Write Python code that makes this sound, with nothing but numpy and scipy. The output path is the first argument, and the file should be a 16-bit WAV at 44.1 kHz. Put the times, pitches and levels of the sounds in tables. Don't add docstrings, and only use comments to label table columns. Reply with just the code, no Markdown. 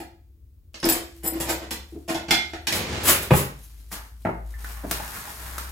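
import sys
import numpy as np
from scipy import signal
from scipy.fft import rfft, irfft
from scipy.io import wavfile
from scipy.ndimage import uniform_filter1d

SR = 44100
rng = np.random.default_rng(int(sys.argv[2]) if len(sys.argv) > 2 else 0)


def digitize_waveform(pressure):
    field = np.atleast_2d(pressure).T
    bounded = np.clip(field, -1, 1)
    quanta = np.round(bounded * 32767).astype(np.int16)
    wavfile.write(sys.argv[1], SR, quanta)


N = 252192
TAIL = 24576
AGE, TIME = np.arange(TAIL) / SR, np.arange(N) / SR

# time in seconds, level in dB before the share of film or scrape.
DRAG = [(4.45, -62), (4.62, -48), (4.68, -43), (4.844, -48), (4.958, -38), (5.22, -38.5), (5.32, -42.5),
        (5.53, -38), (5.719, -48)]
# start in seconds, time held in seconds, rustle in dB,
# scrape in dB.
BRUSHES = [(3.557, 0.25, -62.5, -90), (3.903, 0.0076, -37, -37)]


def undb(db):
    return 10 ** (np.asarray(db) / 20)


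def unit(x):
    return x / np.sqrt(np.mean(x ** 2))


def fade(t60):
    return np.exp(-np.log(1000) * AGE / t60)


def curve(table, column=1):
    table = np.array(table)
    return np.interp(TIME, table[:, 0], table[:, column])


def gesture(start_s, attack_s, hold_s, release_db_per_s):
    age = TIME - start_s
    attack = np.clip(age / attack_s, 0, 1) ** 2
    return attack * undb(-release_db_per_s * np.maximum(age - attack_s - hold_s, 0))


def even(x, size):
    spectrum = rfft(x)
    power = uniform_filter1d(np.abs(spectrum) ** 2, size=size, axis=-1)
    return irfft(spectrum / np.sqrt(power))


def colour(x, points):
    hz, db = np.transpose(points)
    size = x.shape[-1]
    grid = np.maximum(np.fft.rfftfreq(size, 1 / SR), 1)
    gain = undb(np.interp(np.log(grid), np.log(hz), db))
    cepstrum = irfft(np.log(gain), size)
    cepstrum[1:size // 2] *= 2
    cepstrum[size // 2 + 1:] = 0
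    return irfft(rfft(x) * np.exp(rfft(cepstrum)), size)


def stereo(mid, side):
    # frequency in Hz, gain in dB.
    width = [(60, -19.5), (250, -18), (550, -7.5), (1000, -1.5), (4500, 0.5), (13000, -15)]
    return mid + colour(side, width) * np.array([[1], [-1]])


def kitchen(direct_db):
    low_t60_s, high_t60_s, split_hz, build_s = 0.4, 0.27, 6000, 0.00024
    noise = rng.standard_normal((2, TAIL))
    low = signal.sosfilt(signal.butter(2, split_hz, fs=SR, output="sos"), noise)
    high = noise - low
    tail = low * fade(low_t60_s) + high * fade(high_t60_s)
    tail *= 1 - np.exp(-AGE / build_s)
    tail /= np.sqrt(np.sum(tail ** 2, axis=1, keepdims=True))
    tail[0, 0] += undb(direct_db)
    mid, side = even(tail, size=64) * (AGE < AGE[-1] * 3 / 4)
    return stereo(mid, side)


def ring(modes, detune=0.0028):
    hz, db, t60 = np.transpose(modes)[:, :, None]
    weight_db, shift, sign = rng.standard_normal((len(modes), 3)).T[:, :, None]
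    waves = np.sign(sign) * np.sin(2 * np.pi * hz * (1 + detune * shift) * AGE)
    return unit(np.sum(undb(db + weight_db) * waves * fade(t60), axis=0))


def clack(points, t60):
    burst = even(rng.standard_normal(TAIL) * fade(t60), size=400)
    return unit(colour(burst, points))


def steel_clack():
    # frequency in Hz, gain in dB.
    steel_colour = [(500, -35.5), (1500, -1), (2500, 1.5), (4000, -1.5), (5300, -0.5), (7400, -6.5),
                    (9000, -16.5), (12000, -23), (16000, -44)]
    return clack(steel_colour, t60=0.013)


def heap(t60, crack_db, count=180):
    # frequency in Hz, gain in dB.
    jingle_colour = [(2000, -30.5), (6000, -10), (7400, 6.5), (8600, -3.5), (10500, 4), (12300, -6.5),
                     (13800, 3), (15300, -9), (16500, -23.5)]
    partials = np.zeros(TAIL // 2 + 1, complex)
    place, size, phase = rng.random((count, 3)).T
    hz = 5000 + 11000 * place
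    partials[(hz * TAIL / SR).astype(int)] = size * np.exp(2j * np.pi * phase)
    cloud = unit(colour(irfft(partials) * fade(t60), jingle_colour))
    return cloud + undb(crack_db) * clack(jingle_colour, t60=0.0045)


def contacts(scatter_ms, uneven_db=5.5, slide_ms=37.0, count=12):
    when, size = rng.random(count), rng.standard_normal(count)
    when = (np.arange(count) + when) / count
    when[0], size[0] = 0, 1
    slide = min(scatter_ms / slide_ms, 1)
    swell = (when + 1 / count) ** (2 * slide) * np.exp(-3 * when)
    force = swell * undb(uneven_db * size) * rng.choice([-1, 1], count)
    clicks = np.zeros(TAIL)
    np.add.at(clicks, (when * abs(scatter_ms) * SR / 1000).astype(int), force)
    return clicks


def strike(hits, body, room):
    out, paths = np.zeros((2, N + TAIL)), rfft(room)
    for s, scatter_ms, hit_db in hits:
        touch = rfft(contacts(scatter_ms))
        touch /= (np.abs(touch) + np.abs(touch).mean() / 2) ** (3 / 4)
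        sound = irfft(touch * rfft(body()) * paths) * (AGE < AGE[-1] * 3 / 4)
        start = max(int(s * SR), 0)
        out[:, start:start + TAIL] += undb(hit_db) * unit(sound) * np.sqrt(.04 * SR / TAIL)
    return out[:, :N]


def grains(per_s, uneven_db, points, gain, room, clump_db=3, clumps_per_s=35):
    chance, size, push = rng.random(N), rng.exponential(size=N), rng.standard_normal(N)
    drift = np.interp(TIME * clumps_per_s, np.arange(N), rng.standard_normal(N))
    sizes = undb(uneven_db * np.minimum(size, 5)) * undb(clump_db * drift)
    slips = (chance < per_s / SR) * np.sign(push) * sizes
    response = unit(colour(room, points)) / np.sqrt(TAIL)
    return signal.fftconvolve((unit(slips) * gain)[None], response, axes=1)[:, :N]


def background():
    # time in seconds, pitch in Hz,
    # level in dB before a common 6 dB cut.
    hum_course = [
        [(0.0, 61.2, -39.5), (0.12, 64.56, -52), (0.91, 72.16, -52), (1.39, 62.15, -34), (2.2, 72.9, -43),
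         (3.0, 80.4, -36)],
        [(3.62, 53.46, -37.5), (4.17, 55.2, -39.5), (4.46, 54.4, -27.5), (5.08, 57.8, -34), (5.19, 58, -55),
         (5.28, 61.1, -43), (5.58, 62.2, -30.5), (5.72, 64.3, -32)],
    ]
    # frequency in Hz, gain in dB.
    air_colour = [(100, -13.5), (300, -5.5), (700, -29.5), (3000, -44.5), (9000, -40.5), (16000, -27.5)]
    rumble_colour = [(20, -21.5), (42, 0), (60, 13), (110, -2), (400, -46)]
    course = np.vstack(hum_course)
    phase = 2 * np.pi * np.cumsum(curve(course, column=1)) / SR
    hum = np.sqrt(2) * np.sin(phase) * undb(curve(course, column=2) - 6)
    air = unit(colour(stereo(*rng.standard_normal((2, N))), air_colour)) * undb(-68)
    rumble = unit(colour(stereo(*rng.standard_normal((2, N))), rumble_colour)) * undb(-50.5)
    return hum + air + rumble


def rummage():
    # start in seconds, scatter of the contacts in ms, level in dB before
    # the wood and steel offsets, share of steel from 0 to 1, fine jingle in dB.
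    knocks = [ (0.002, 5.73, -40, 0.31, -50.5), (0.743, 4, -44.5, 0.87, -77),
              (0.829, 8.2, -28.5, 0.62, -56), (0.851, 11.8, -26.5, 0.57, -37),
              (0.888, 4.4, -26, 0.74, -27.5), (0.924, 36, -31.5, 0.59, -34),
              (1.227, 41.4, -33.5, 0.28, -55), (1.318, 70, -37.5, 0.46, -48), (1.401, 16, -30, 0.58, -30.5),
              (1.44, 46, -35, 0.6, -45), (1.484, 24.6, -25, 0.56, -29), (1.600, 50.7, -39, 0.44, -74),
              (1.708, 10.3, -32.5, 0.77, -35), (2.079, 29, -26, 0.43, -37.5), (2.145, 11.3, -29, 0.52, -46),
              (2.283, 13.5, -33, 0.63, -69), (2.308, 7.6, -20.5, 0.7, -28), (2.534, 4.8, -34.5, 0.48, -72),
              (2.67, 9.1, -29.5, 0.97, -33.5), (2.724, 3, -30, 0.9, -31.5)]
    # start in seconds, scatter in ms, level in dB.
    bumps = [(0.846, 2, -21), (0.868, 2.3, -22.5), (1.323, 8.06, -33), (1.350, 15.8, -30.5),
             (1.923, 9, -40), (1.945, 31.7, -36.5)]
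    all_wood_db = (7.5, 3.5, -21.5)
    all_steel_db = (-13, -4, 7.5)
    # frequency in Hz, mean level in dB, t60 in seconds.
    bottom_modes = [(337, 0, .16), (334, -16, .7), (285, -13, .09)]
    # frequency in Hz, gain in dB.
    board_colour = [(80, -20), (250, -3), (380, 0), (520, -11), (780, -12), (1200, -32), (4000, -60)]
    wood_colour = [(60, 2), (220, 5.5), (340, -1.5), (740, 8), (1200, -3), (2200, -4), (3500, -11),
                   (8000, -22.5), (16000, -33)]

    def bottom():
        return ring(bottom_modes) + undb(-14) * clack(board_colour, t60=0.042)

    def wood():
        return clack(wood_colour, t60=0.029)

    room = kitchen(direct_db=-6.0)
    under = kitchen(direct_db=3)
    s, scatter_ms, knock_db, share, jingle_db = np.transpose(knocks)
    out = strike(bumps, bottom, under)
    out += strike(zip(s, scatter_ms, jingle_db), lambda: heap(t60=0.038, crack_db=11.0), room)
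    bodies, spaces = (bottom, wood, steel_clack), (under, room, room)
    for body, space, wooden_db, steely_db in zip(bodies, spaces, all_wood_db, all_steel_db):
        body_db = knock_db + np.interp(share, (0, 1), (wooden_db, steely_db))
        out += strike(zip(s, scatter_ms, body_db), body, space)
    return out


def film():
    # start in seconds, scatter of the contacts in ms, level in dB.
    snaps = [(4.643, 10.4, -45.5), (4.912, 7.3, -25.5), (5.582, 7.4, -35)]
    # frequency in Hz, gain in dB.
    snap_colour = [(100, 3), (500, 4), (1500, 7.5), (3000, 2), (14000, 3), (16500, -3)]
    rustle_colour = [(100, -2), (500, -15), (1500, -14.5), (3000, -15), (5000, -14.5), (13500, -11.5),
                     (16500, -25.5)]
    sleeves_from_s, sleeves_db = 0.734, -61.5
    drag = drag_gain()
    rustle = undb(-3) * drag + undb(sleeves_db) * (TIME > sleeves_from_s) + brush_gain(column=2)
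    out = strike(snaps, lambda: colour(1. * (AGE == 0), snap_colour), kitchen(direct_db=0.0))
    out += grains(900, 2.7, rustle_colour, rustle, kitchen(direct_db=-1.0), clumps_per_s=30)
    out += grains(180, 1.5, rustle_colour, undb(-5.5) * drag, kitchen(direct_db=3))
    pan_db = 2
    return out * undb(np.array([[1], [-1]]) * pan_db / 2)


def drag_gain():
    return undb(curve(DRAG)) * (TIME > DRAG[0][0])


def brush_gain(column):
    attack_s, release_db_per_s = 0.016, 182
    return sum(undb(row[column]) * gesture(row[0], attack_s, row[1], release_db_per_s) for row in BRUSHES)


def loose_pieces():
    # start in seconds,
    # scatter of the contacts in ms, level in dB.
    blade_hits = [(0.802, 1.8, -45.5), (0.843, 1.8, -29)]
    spoon_hits = [(0.852, 4.7, -33), (0.888, 2.5, -27), (0.897, 3, -23), (0.922, 5, -25),
                  (1.234, 20, -33.5), (1.252, 28, -25)]
    ladle_hits = [(2.147, 4.4, -41), (2.308, 0.16, -19), (2.345, 0.16, -28)]
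    # frequency in Hz, mean level in dB,
    # t60 in seconds.
    blade_modes = [(5240, -4, 0.0087), (9600, -15, 0.014)]
    spoon_modes = [(5160, -3, 0.036), (7320, 1, 0.085), (7770, 6, 0.047), (9510, 6, 0.082),
                   (10550, 5, 0.055), (11800, 3.5, 0.081), (13540, -10, 0.074), (13740, 9.5, 0.09)]
    ladle_modes = [(2117, 4, .32), (2628, -9, .14), (3449, 4, .32), (3478, -4, .22), (3523, -5, .28),
                   (5220, 4, .07)]
    near = kitchen(direct_db=4.0)
    out = strike(blade_hits, lambda: ring(blade_modes), near)
    out += strike(spoon_hits, lambda: ring(spoon_modes, detune=0.0043), near)
    out += strike(ladle_hits, lambda: ring(ladle_modes, detune=.0005), kitchen(direct_db=6))
    return out + undb(-2) * strike(ladle_hits, steel_clack, kitchen(direct_db=-6.0))


def drawer():
    # start in seconds, scatter of the contacts in ms,
    # crack in dB, boom of the panels in dB.
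    shut_hits = [(3.307, 7.14, -17.5, -38), (3.316, 6, -21.5, -11.5), (3.336, 8, -21, -36),
                 (3.392, 6, -30.5, -26)]
    # frequency in Hz, mean level in dB, t60 in seconds.
    cabinet_modes = [(74, -12, .36), (100, -13, .12), (141, 0, .16), (184, -9, .14)]
    # frequency in Hz, gain in dB.
    cabinet_colour = [(40, -50), (70, 4), (140, 9.5), (370, 11.5), (750, 5.5), (1300, 0), (2700, -6),
                      (4200, -21.5), (16000, -44)]
    runner_colour = [(25, -21), (55, 7), (120, 2), (320, 3), (1200, -9), (2100, -9), (7000, -18),
                     (16000, -37.5)]
    push_s, attack_s, hold_s, brake_db_per_s, roll_db = 2.66, 0.069, 0.36, 68, -30
    room = kitchen(direct_db=3.0)
    rolling = gesture(push_s, attack_s, hold_s, brake_db_per_s) * (TIME < shut_hits[0][0])
    out = grains(3000, 1.5, runner_colour, undb(roll_db) * rolling, room, clump_db=1)
    s, scatter_ms, crack_db, boom_db = np.transpose(shut_hits)
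    booms = zip(s, np.zeros_like(s), boom_db)
    out += strike(booms, lambda: ring(cabinet_modes), kitchen(direct_db=8))
    return out + strike(zip(s, scatter_ms, crack_db), lambda: clack(cabinet_colour, t60=0.028), room)


def surges():
    # peak in seconds, swell in seconds,
    # peak level in dB.
    slides = [(2.760, 0.029, -24.5), (3.09, 0.056, -11), (3.229, 0.018, -26.5), (3.368, 0.065, -22)]
    # frequency in Hz, gain in dB.
    heap_colour = [(200, 7), (2200, 5.5), (4500, 1), (7500, 1), (9000, 2), (11000, 4), (15500, 1.5)]
    depth_db = 18.5
    room = kitchen(direct_db=-1.5)
    gain = np.zeros(N)
    for s, swell_s, db in slides:
        gain += undb(db - depth_db * np.abs(TIME - s) / swell_s) * (TIME > s - swell_s)
    jingle = heap(t60=0.035, crack_db=-8, count=400)
    forks = signal.fftconvolve(room, jingle[None], axes=1)[:, :TAIL]
    touches = grains(4000, 2.5, heap_colour, gain, room, clump_db=1)
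    return touches + undb(-5) * grains(4000, 2.5, heap_colour, gain, forks, clump_db=1)


def scraping():
    # frequency in Hz, gain in dB.
    scrape_colour = [(100, -0.5), (450, -5.5), (850, 4), (1700, 3), (4000, -19), (16000, -11)]
    scrape = undb(-2) * drag_gain() + brush_gain(column=3)
    return grains(300, 1.8, scrape_colour, scrape, kitchen(direct_db=-1.0), clump_db=2)


def tray():
    # start in seconds, scatter of the contacts in ms, level in dB, hardness as the Hz
    # above which the knock falls off, 10 dB in an octave.
    tray_hits = [(4.250, 3.3, -26.5, 2420), (4.256, 6.2, -26, 1220), (4.268, 12.6, -27, 2050),
                 (4.291, 2.8, -29.5, 1230), (4.836, 22, -32, 675), (4.913, 7.4, -33, 1500)]
    # frequency in Hz, mean level in dB, t60 in seconds.
    tray_modes = [(156, -9, .05), (320, -4, .04), (670, 0, .03), (840, -2, .02)]
    # frequency in Hz, gain in dB.
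    tray_colour = [(40, -15), (130, 3), (420, -4), (750, -4), (1400, -6), (2400, -14), (3500, -30),
                   (16000, -38)]
    # start in seconds, pitch in Hz, level in dB.
    bowl_touches = [(4.539, 1774, -47.5), (4.645, 1483, -40), (5.001, 860, -36), (5.276, 830, -41),
                    (5.582, 1350, -36.5)]
    # multiple of its pitch, mean level in dB, t60 in seconds.
    bowl_modes = [(0.999, 8, 0.049), (1.16, 3, 0.027)]

    def knock(hard_hz):
        sound = ring(tray_modes, detune=0.02) + undb(-2.5) * clack(tray_colour, t60=0.038)
        return colour(sound, [(hard_hz, 0), (2 * hard_hz, -10)])

    near = kitchen(direct_db=3)
    out = sum(strike([hit], lambda: knock(hard_hz), near) for *hit, hard_hz in tray_hits)
    for s, hz, db in bowl_touches:
        out += strike([(s, 3, db)], lambda: ring(np.array(bowl_modes) * (hz, 1, 1)), near)
    return out


def scene():
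    return background() + rummage() + film() + loose_pieces() + drawer() + surges() + scraping() + tray()


def record(dry):
    # frequency in Hz, difference in dB.
    balance = [(60, 2), (1000, 0), (4500, -3.5), (8000, 1), (13000, 4.5)]
    low_cut_hz, top_hz = 31, 15900
    hz, db = np.transpose(balance)
    pair = np.array([colour(x, np.c_[hz, side * db / 2]) for x, side in zip(dry, (1, -1))])
    pair = signal.sosfilt(signal.butter(4, low_cut_hz, "high", fs=SR, output="sos"), pair)
    pair = np.clip(pair, -1, 1)
    return signal.sosfilt(signal.ellip(10, .2, 70, top_hz, fs=SR, output="sos"), pair)


dry = scene()
out = record(dry)
digitize_waveform(out)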